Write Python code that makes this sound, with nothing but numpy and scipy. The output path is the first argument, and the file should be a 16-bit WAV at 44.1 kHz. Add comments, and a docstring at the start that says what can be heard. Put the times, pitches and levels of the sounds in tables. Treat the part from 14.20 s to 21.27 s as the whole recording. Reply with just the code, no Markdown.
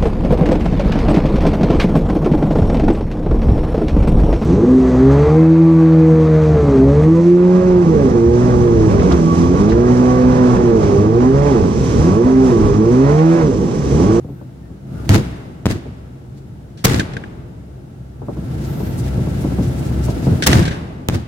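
"""Fireworks burst over open water at night. First come far thuds, faint whistles and a short surge of
rumble, hum and hiss. From about 0.9 s three shells burst, each with a shock front and a crack, then a roll
of reflections, a slap from the shore and a long dull tail. Sharp clacks follow the third. From 4 s the
rumble surges again, under more far thuds, a thin sizzle and flurries of burning sparks. After 6 s three
last shells burst among more clacks, and the rumble dies down."""
import sys
import numpy as np
from scipy import signal
from scipy.io import wavfile

SR = 44100
rng = np.random.default_rng(int(sys.argv[2]) if len(sys.argv) > 2 else 0)


def persist_wave(psi):
    """Save psi, clipped to +-1, as 16-bit WAV."""
    counts = np.round(np.clip(psi, -1, 1) * 32767).astype(np.int16)
    wavfile.write(sys.argv[1], SR, np.atleast_2d(counts).T)


N = 311787
TIME = np.arange(N) / SR
BAND_EDGES_HZ = np.geomspace(25, 17000, 23)
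BAND_HZ = np.sqrt(BAND_EDGES_HZ[1:] * BAND_EDGES_HZ[:-1])


def from_db(db):
    return 10 ** (np.asarray(db) / 20)


def rms_one(x):
    """Scales a sound to an average power of 1."""
    return x / np.sqrt(np.mean(x ** 2) + 1e-20)


def at_hz(points, hz):
    """Reads between the rows of a table, on an octave scale."""
    points = np.array(points)
    return np.interp(np.log(hz), np.log(points[:, 0]), points[:, 1])


def butter(x, hz, kind, order=2):
    """Keeps the lows, the highs or one band."""
    return signal.sosfilt(signal.butter(order, hz, kind, fs=SR, output="sos"), x)


def resonate(x, hz, width_hz):
    """Rings at one pitch; a narrower width rings longer."""
    r = np.exp(-np.pi * width_hz / SR)
    feedback = [1, -2 * r * np.cos(2 * np.pi * hz / SR), r * r]
    return signal.lfilter(np.array([1, 0, -1]) * (1 - r * r) / 2, feedback, x)


def fade(age, t60):
    """Full level until age 0, then 60 dB down every t60 seconds."""
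    return np.exp(-np.log(1000) * np.maximum(age, 0) / t60)


def bump(age, width_s):
    """A smooth rise and fall around age 0."""
    return np.exp(-(age / width_s) ** 2 / 2)


def add(out, start_s, sound):
    """Mixes a sound in from its start time."""
    part = out[:, round(start_s * SR):][:, :sound.shape[-1]]
    part += sound[..., :part.shape[-1]]


def wavering_tone(hz, width_hz, size):
    """Noise so narrow that it becomes an unsteady tone."""
    ringing = resonate(rng.standard_normal(size + SR), hz, width_hz * 2)
    return rms_one(resonate(ringing, hz, width_hz * 2)[SR:])


def band_gains(spectrum):
    """The strength of each band, for a total power of 1."""
    gains = from_db(at_hz(spectrum, BAND_HZ)) * np.sqrt(np.diff(BAND_EDGES_HZ))
    return gains / np.linalg.norm(gains)


def colour(bands, spectrum):
    """Mixes noise bands into one tone colour."""
    return np.tensordot(band_gains(spectrum), bands, 1)


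# How alike the two ears are. Each row: frequency in Hz, likeness (1 is the same, 0 is unrelated).
EAR_LIKENESS = [(60, 1), (130, 0.91), (290, 0.88), (640, -0.21), (1400, -0.23), (3000, -0.0088),
                (15000, -0.077)]
def diffuse_bands(size):
    """Noise from all around, as bands x ears x samples: the ears share the bass but not the treble."""
    run_in, bands = SR // 5, []
    white = rng.standard_normal((2, 2, size + run_in))
    for k, hz in enumerate(BAND_HZ):
        mid, side = rms_one(butter(white[k % 2], BAND_EDGES_HZ[k:k + 2], "band")[:, run_in:])
        alike = np.clip(at_hz(EAR_LIKENESS, hz), -1, 1)
        bands.append(np.sqrt((1 + alike) / 2) * mid + np.sqrt((1 - alike) / 2) * side * [[1], [-1]])
    return np.array(bands)


# Background surges. Each row: start, rise time, end and time to fade 60 dB, all in seconds, level in dB.
SURGE_TIMES = [(.62, 0.41, 0.96, 1.0, 0), (3.979, 0.52, 6.38, .75, 0)]
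def surge(rise_power, growth_db_per_s=1.26):
    """A level that rises, keeps growing slowly, then falls; a higher rise_power comes in later."""
    level = np.zeros(N)
    for start, rise_s, end, t60, db in SURGE_TIMES:
        rise = np.clip((TIME - start) / rise_s, 0, 1) ** rise_power
        growth = from_db(db + growth_db_per_s * (np.minimum(TIME, end) - start))
        level += growth * rise * fade(TIME - end, t60)
    return level


def during_surges(count, spread_db=6):
    """Random events that follow the surge's level. Each row: time in seconds, level in dB, pitch factor."""
    when, size, pitch = rng.random((count, 3)).T
    times = when * N / SR
    db = 20 * np.log10(np.interp(times, TIME, surge(rise_power=2.6)) + 1e-6)
    return np.transpose([times, db + spread_db * (size - .5), 2 ** (pitch - .5)])


# The background's tone colour. Each row: frequency in Hz, relative level in dB.
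BACKGROUND_COLOUR = [(15, -54), (25, -17), (53, -14), (97, -2), (127, -4), (153, -3), (293, -13),
                     (354, -15.5), (489, -28), (624, -19.5), (1040, -39.5), (1330, -34), (2840, -41.5),
                     (11600, -50.5), (16000, -57)]
def rumble_and_hiss(sputter_db=1.17, sputter_hz=25):
    """A low rumble, a rush and a sputtering hiss surge together over a steady floor."""
    out, bands, gains = np.zeros((2, N)), diffuse_bands(N), band_gains(BACKGROUND_COLOUR)
    sputter = from_db(sputter_db * rms_one(butter(rng.standard_normal(N), sputter_hz, "low")))
    for low_hz, high_hz, rest_db, surge_db, swell in [
            (0, 280, -36.5, -23, surge(0.69)),   # rumble
            (280, 1700, -44, -30.5, surge(0.76)),   # rush
            (1700, SR, -58.5, -43.5, surge(0.97) * sputter)]:   # hiss
        share = gains * (BAND_HZ > low_hz) * (BAND_HZ <= high_hz)
        level = np.hypot(from_db(rest_db), from_db(surge_db) * swell)
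        out += level * np.tensordot(share / np.linalg.norm(share), bands, 1)
    return out


# The hum's tones. Each row: pitch in Hz, width in Hz, steady level in dB, surging level in dB.
HUM_TONES = [(64.66, 2.2, -42.5, -27.5), (127.96, 8.7, -39, -27), (1337, 19, -70, -56)]
def hum():
    """Wavering tones make an engine-like hum that swells with the rumble."""
    swell = surge(rise_power=0.73)
    return sum(np.hypot(from_db(rest_db), from_db(surge_db) * swell) * wavering_tone(hz, width_hz, N)
               for hz, width_hz, rest_db, surge_db in HUM_TONES)


# Puffs of sizzle. Each row: start in seconds, level in dB, seconds until it starts to fade.
SIZZLE_PUFFS = [(.03, -66, .17), (4.42, -48, 0.28)]
def sizzle(centre_hz=13350, width_hz=750, rise_s=0.081, t60=.5):
    """A thin band of very high noise swells, holds and fades."""
    level = sum(from_db(db) * np.clip((TIME - start) / rise_s, 0, 1) * fade(TIME - start - length_s, t60)
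                for start, db, length_s in SIZZLE_PUFFS)
    noise = resonate(rng.standard_normal((2, N)), centre_hz, width_hz)
    return level * rms_one(butter(noise, 6000, "high"))


# Whistles. Each row: middle in seconds, level in dB, pitch in Hz, half length in seconds.
FAR_WHISTLES = [(.2, -54, 1530, .025), (.45, -62, 1810, 0.035), (0.799, -48.5, 1440, 0.045),
                (0.826, -47, 1200, 0.045)]
def whistles(width_hz=35, level_db=-1):
    """Faint far whistles waver as they swell and fade."""
    out, age = np.zeros((2, N)), TIME[:SR // 4]
    for middle, db, hz, half_s in FAR_WHISTLES:
        tone = np.array([wavering_tone(hz, width_hz, len(age)) for ear in range(2)])
        add(out, middle - age.mean(), from_db(db + level_db) * bump(age - age.mean(), half_s) * tone)
    return out


# Flurries of sparks. Each row: middle in seconds, level in dB, centre pitch in Hz.
SPARK_FLURRIES = [(2.18, -54.5, 4200), (4.791, -40, 8950), (4.85, -42, 3860), (5.218, -44, 10000),
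                  (5.486, -46, 7000), (5.904, -38.5, 4400)]
def sparks(pops_per_s=3000, half_s=.012, level_db=-1, faint_db=-42, faint_hz=5500):
    """Burning sparks make brief clouds of tiny pops; more come at random in a surge."""
    out, age = np.zeros((2, N)), TIME[:SR // 4]
    faint = [(middle, faint_db + db, faint_hz * pitch)
             for middle, db, pitch in during_surges(count=22) if middle > age.mean()]
    cloud = bump(age - age.mean(), half_s)
    for middle, db, hz in list(SPARK_FLURRIES) + faint:
        pops = (rng.random((2, len(age))) < pops_per_s / SR) * rng.standard_normal((2, len(age)))
        fizz = rms_one(resonate(pops, hz, width_hz=hz * 0.7))
        add(out, middle - age.mean(), from_db(db + level_db) * cloud * fizz)
    return out


def blast_wave(length_s, right_lag_s=.0001):
    """Air pressure jumps up, then falls into a longer suction; the left ear gets it first."""
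    phase = (TIME[:SR // 10] - [[0], [right_lag_s]]) / length_s
    return (phase >= 0) * (1 - phase) * np.exp(-np.abs(phase))


# Far shells. Each row: start in seconds, front and knock level in dB, thump level in dB, knock pitch in Hz.
FAR_SHELLS = [(0.044, -26, -26, 458), (0.086, -34, -21, 260), (0.214, -23.5, -34, 320),
              (0.502, -29.5, -30, 320), (1.655, -22.5, -19.5, 360), (4.018, -17.5, -40, 345),
              (4.084, -10, -24.5, 360), (4.169, -23, -17.5, 374), (4.603, -13.5, -21.5, 331),
              (4.976, -20, -15, 326), (5.069, -16.5, -16, 307), (5.243, -13, -12, 301),
              (5.318, -19, -19.5, 280), (5.385, -12.5, -8.5, 300), (5.884, -9.5, -15, 301),
              (6.068, -8, -9.5, 420)]
def thuds(front_db=-2, knock_db=-9, thump_db=-2, air_cut_hz=1150, faint_db=-20.5, faint_hz=308):
    """Far shells lose their treble: a rounded front, a hollow knock, a thump. 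Surges add random ones."""
    out, age = np.zeros((2, N)), TIME[:SR // 4]
    faint = [(start, faint_db + db, faint_db + db, faint_hz * pitch)
             for start, db, pitch in during_surges(count=14)]
    front = butter(blast_wave(length_s=0.00083), 160, "high")
    thump_shape = fade(age - .01, t60=0.21) * (1 - np.exp(-age / 0.00042))
    for start, db, low_db, hz in list(FAR_SHELLS) + faint:
        # scattered arrivals, partly different at each ear
        scatter = rng.standard_normal(len(age)) + 1.7 * rng.standard_normal((2, len(age)))
        knock = rms_one(resonate(scatter, hz, width_hz=170) + 0.023 * butter(scatter, 450, "high"))
        low_ring = resonate(rng.standard_normal(len(age)), hz=125, width_hz=101)
        thump = rms_one(butter(low_ring, 337, "low"))
        add(out, start, from_db(db + front_db) * front)
        add(out, start, from_db(db + knock_db) * knock * fade(age, t60=0.1))
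        add(out, start, from_db(low_db + thump_db) * thump * thump_shape)
    return butter(out + 1e-18, air_cut_hz, "low", order=6)


# How a clack rings. Each row: pitch in Hz, width in Hz, level in dB.
CLACK_RINGS = [(1590, 193, 2), (3300, 1370, -1), (5180, 7600, -6.5)]
# Clacks. Each row: start in seconds, level in dB, brightness in dB, seconds to fade 60 dB, thump in dB.
CLACK_HITS = [(2.573, -48.5, 0, 0.36, 16), (2.7434, -18, -3, 0.027, 13.5), (2.7955, -12.5, -7.5, 0.064, 7),
              (2.9347, -30.5, -7.5, 0.052, 8), (2.967, -19.5, -11.5, 0.033, 3),
              (3.0373, -24.5, -19, 0.038, -5), (6.2229, -16, -3.5, 0.093, -1),
              (6.236, -20.5, 0.5, 0.062, -10), (6.3303, -5, -6, 0.022, -6), (6.425, -24, -5, 0.08, -7),
              (6.453, -23, -4, 0.1, 13), (6.478, -22, -6, 0.076, 15.5), (6.509, -28.5, -7.5, 0.28, 17.5)]
def clacks(left_lag_s=.0005, body_db=-6):
    """Short rattling contacts ring over a dull thump; they reach the right ear first."""
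    out, age = np.zeros((2, N)), TIME[:SR // 6]
    thump = resonate(fade(age, t60=0.007), hz=150, width_hz=110)
    thump = butter(thump / np.abs(thump).max(), 1100, "low")
    for start, level_db, bright_db, t60, thump_db in CLACK_HITS:
        push = (rng.standard_normal(len(age)) + rng.standard_normal((2, len(age)))) * fade(age, t60)
        ring = sum((-1) ** k * from_db(db + bright_db * (k > 0)) * resonate(push, hz, width)
                   for k, (hz, width, db) in enumerate(CLACK_RINGS))
        body = from_db(body_db) * butter(push, [150, 750], "band")
        rattle = butter(ring, 7000 * from_db(bright_db / 3), "low") + body
        sound = from_db(level_db) * (4.2 * rattle + from_db(thump_db) * thump)
        add(out[:1], start + left_lag_s, sound[0])
        add(out[1:], start, sound[1])
    return out


# Shock fronts. Each row: start in seconds, level in dB, length of the push in seconds,
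# treble limit in Hz, level of the bounce off the water in dB compared with the front.
SHOCK_FRONTS = [(0.8944, -4.5, 0.0023, 2000, 9), (0.95, -2.5, 0.0013, 1500, 5),
                (1.4566, -0.5, 0.0013, 5000, 4.5), (2.6558, 0, .0065, 1200, -20),
                (2.7406, -12, 0.0021, 4000, -5), (6.281, -8.5, 0.0039, 1500, 4),
                (6.3305, 0, 0.00043, 12000, -19), (6.356, -3, .003, 900, -3),
                (6.8886, -2.5, 0.0028, 6000, -4.5)]
def shocks(bounce_s=.0095, shore_span_s=0.05, shore_db=-10.5, shore_wave_s=.0025, shore_limit_hz=660):
    """Each front, rounded by the air, bounces off the water, scatters off the shore and rings low."""
    out = np.zeros((2, N))
    for start, level_db, length_s, limit_hz, bounce_db in SHOCK_FRONTS:
        arrivals = [(0, 0, length_s, limit_hz), (bounce_s, bounce_db, length_s, limit_hz)]
        arrivals += [(2 * bounce_s + late * shore_span_s, shore_db, shore_wave_s, shore_limit_hz)
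                     for late in rng.random(4)]
        for delay_s, db, wave_s, hz in arrivals:
            wave = butter(blast_wave(wave_s) + 1e-18, hz, "low")
            add(out, start + delay_s, from_db(level_db + db) * wave)
    return out + from_db(3) * resonate(out + 1e-18, hz=135, width_hz=70)


# Tone colours of a burst's four parts. Each row: frequency in Hz, relative level in dB.
CRACK_COLOUR = [(25, 12), (300, -5.5), (750, -1), (1500, 0), (2500, -5.5), (5500, -2), (9500, -9),
                (15000, -6)]
BOOM_COLOUR = [(25, -13), (50, -39), (95, 5), (170, -4), (300, -5.5), (480, -24), (900, -26), (1600, -55),
               (4000, -45), (16000, -99)]
CRACKLE_COLOUR = [(25, -57), (400, 2), (900, -6.5), (1200, -3.5), (1700, 0), (2500, -7), (4000, -9),
                  (6500, -11), (9000, -15.5), (16000, -25.5)]
TAIL_COLOUR = [(25, -21), (70, -2), (130, -3.5), (300, -6.5), (600, -11.5), (1200, -15), (1800, -15.5),
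               (4000, -22.5), (8000, -34.5), (16000, -44)]
# How long the tail lasts. Each row: frequency in Hz, seconds to fade 60 dB.
TAIL_FADE_TIMES = [(60, 4.1), (400, 2.22), (2000, 1.29), (5000, 1.04), (9000, 1.14), (16000, 0.38)]
# Bursts. Each row: start in seconds, crack level in dB, crack length in seconds, crack tilt in dB per
# octave, boom and crackle levels in dB, roll length in seconds, shore echo delay in seconds,
# then the levels in dB of the echo's boom, the echo's crackle and the tail.
SHELL_BURSTS = [(0.8924, 0, 0.00019, 0, -10, -22, 0.076, 0.059, -27, -20.5, -25.5),
                (1.4574, -6.5, 0.0033, -3.5, -21.5, -35, 0.098, 0.054, -29, -29, -33),
                (2.6404, -5.5, 0.017, -0.7, -16.5, -20, 0.16, 0.067, -36, -62, -22),
                (6.071, -24, 0.0073, -4, -18.5, -70, 0.061, 0.052, -19.5, -63, -56),
                (6.262, -6, 0.015, 0, -11, -15.5, 0.14, 0.1, -17.5, -46, -18.5),
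                (6.8857, -7.5, 0.0011, -1, -28, -38, 0.11, 0.063, -19, -32.5, -32.5)]
def shells(roll_rise_s=0.0049, tail_rise_s=0.01, clump_db=2.5):
    """A shell cracks; dense reflections roll on, the shore sends an echo, and the air dulls the tail."""
    out, age = np.zeros((2, N)), TIME[:SR * 5 // 4]
    tail_t60 = at_hz(TAIL_FADE_TIMES, BAND_HZ)[:, None, None]
    tail_shape = fade(age, tail_t60) * (1 - np.exp(-age / tail_rise_s))
    for (start, crack_db, crack_s, tilt_db, boom_db, crackle_db, roll_s,
         echo_s, echo_boom_db, echo_crackle_db, tail_db) in SHELL_BURSTS:
        bands = diffuse_bands(len(age))
        # a long crack tears open gradually, a short one is instant
        tear = np.minimum(age / (0.7 * crack_s), 1) * fade(age - crack_s, t60=0.0032)
        tilted = [(hz, db + tilt_db * np.log2(hz)) for hz, db in CRACK_COLOUR]
        crack = from_db(crack_db) * tear * colour(bands, tilted)
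        roll = (1 - np.exp(-age / roll_rise_s)) * fade(age - roll_s, t60=0.23)
        boom_echo = from_db(echo_boom_db) * bump(age - echo_s, width_s=0.032)
        boom = (from_db(boom_db) * roll + boom_echo) * colour(bands, BOOM_COLOUR)
        # later reflections have lost some of their treble, and they arrive in clumps
        crackle_roll = from_db(crackle_db) * roll * fade(age, t60=0.85)
        crackle_echo = from_db(echo_crackle_db) * bump(age - echo_s, width_s=0.0093)
        clumps = from_db(clump_db * rms_one(butter(rng.standard_normal(len(age)), 180, "low")))
        crackle = (crackle_roll + crackle_echo) * clumps * colour(bands, CRACKLE_COLOUR)
        tail = from_db(tail_db) * colour(bands[..., ::-1] * tail_shape, TAIL_COLOUR)
        add(out, start, crack + boom + crackle + tail)
    return out


def scene(lean_db=0.37, background_cut_hz=38):
    """The fireworks over the background, all leaning slightly left."""
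    sky = shells() + shocks() + thuds() + clacks() + sparks() + sizzle() + whistles()
    background = butter(rumble_and_hiss() + hum(), background_cut_hz, "high")
    return (sky + background) * from_db([[lean_db], [-lean_db]])


def record(dry, bass_cut_hz=20, treble_cut_hz=16200):
    """The microphone loses the deepest bass and rounds off the loudest peaks; the top treble is cut."""
    x = butter(dry, bass_cut_hz, "high")
    rounded = x / (1 + x ** 4) ** (1 / 4)
    return signal.sosfilt(signal.ellip(10, .2, 70, treble_cut_hz, fs=SR, output="sos"), rounded)


dry = scene()
out = record(dry)
persist_wave(out)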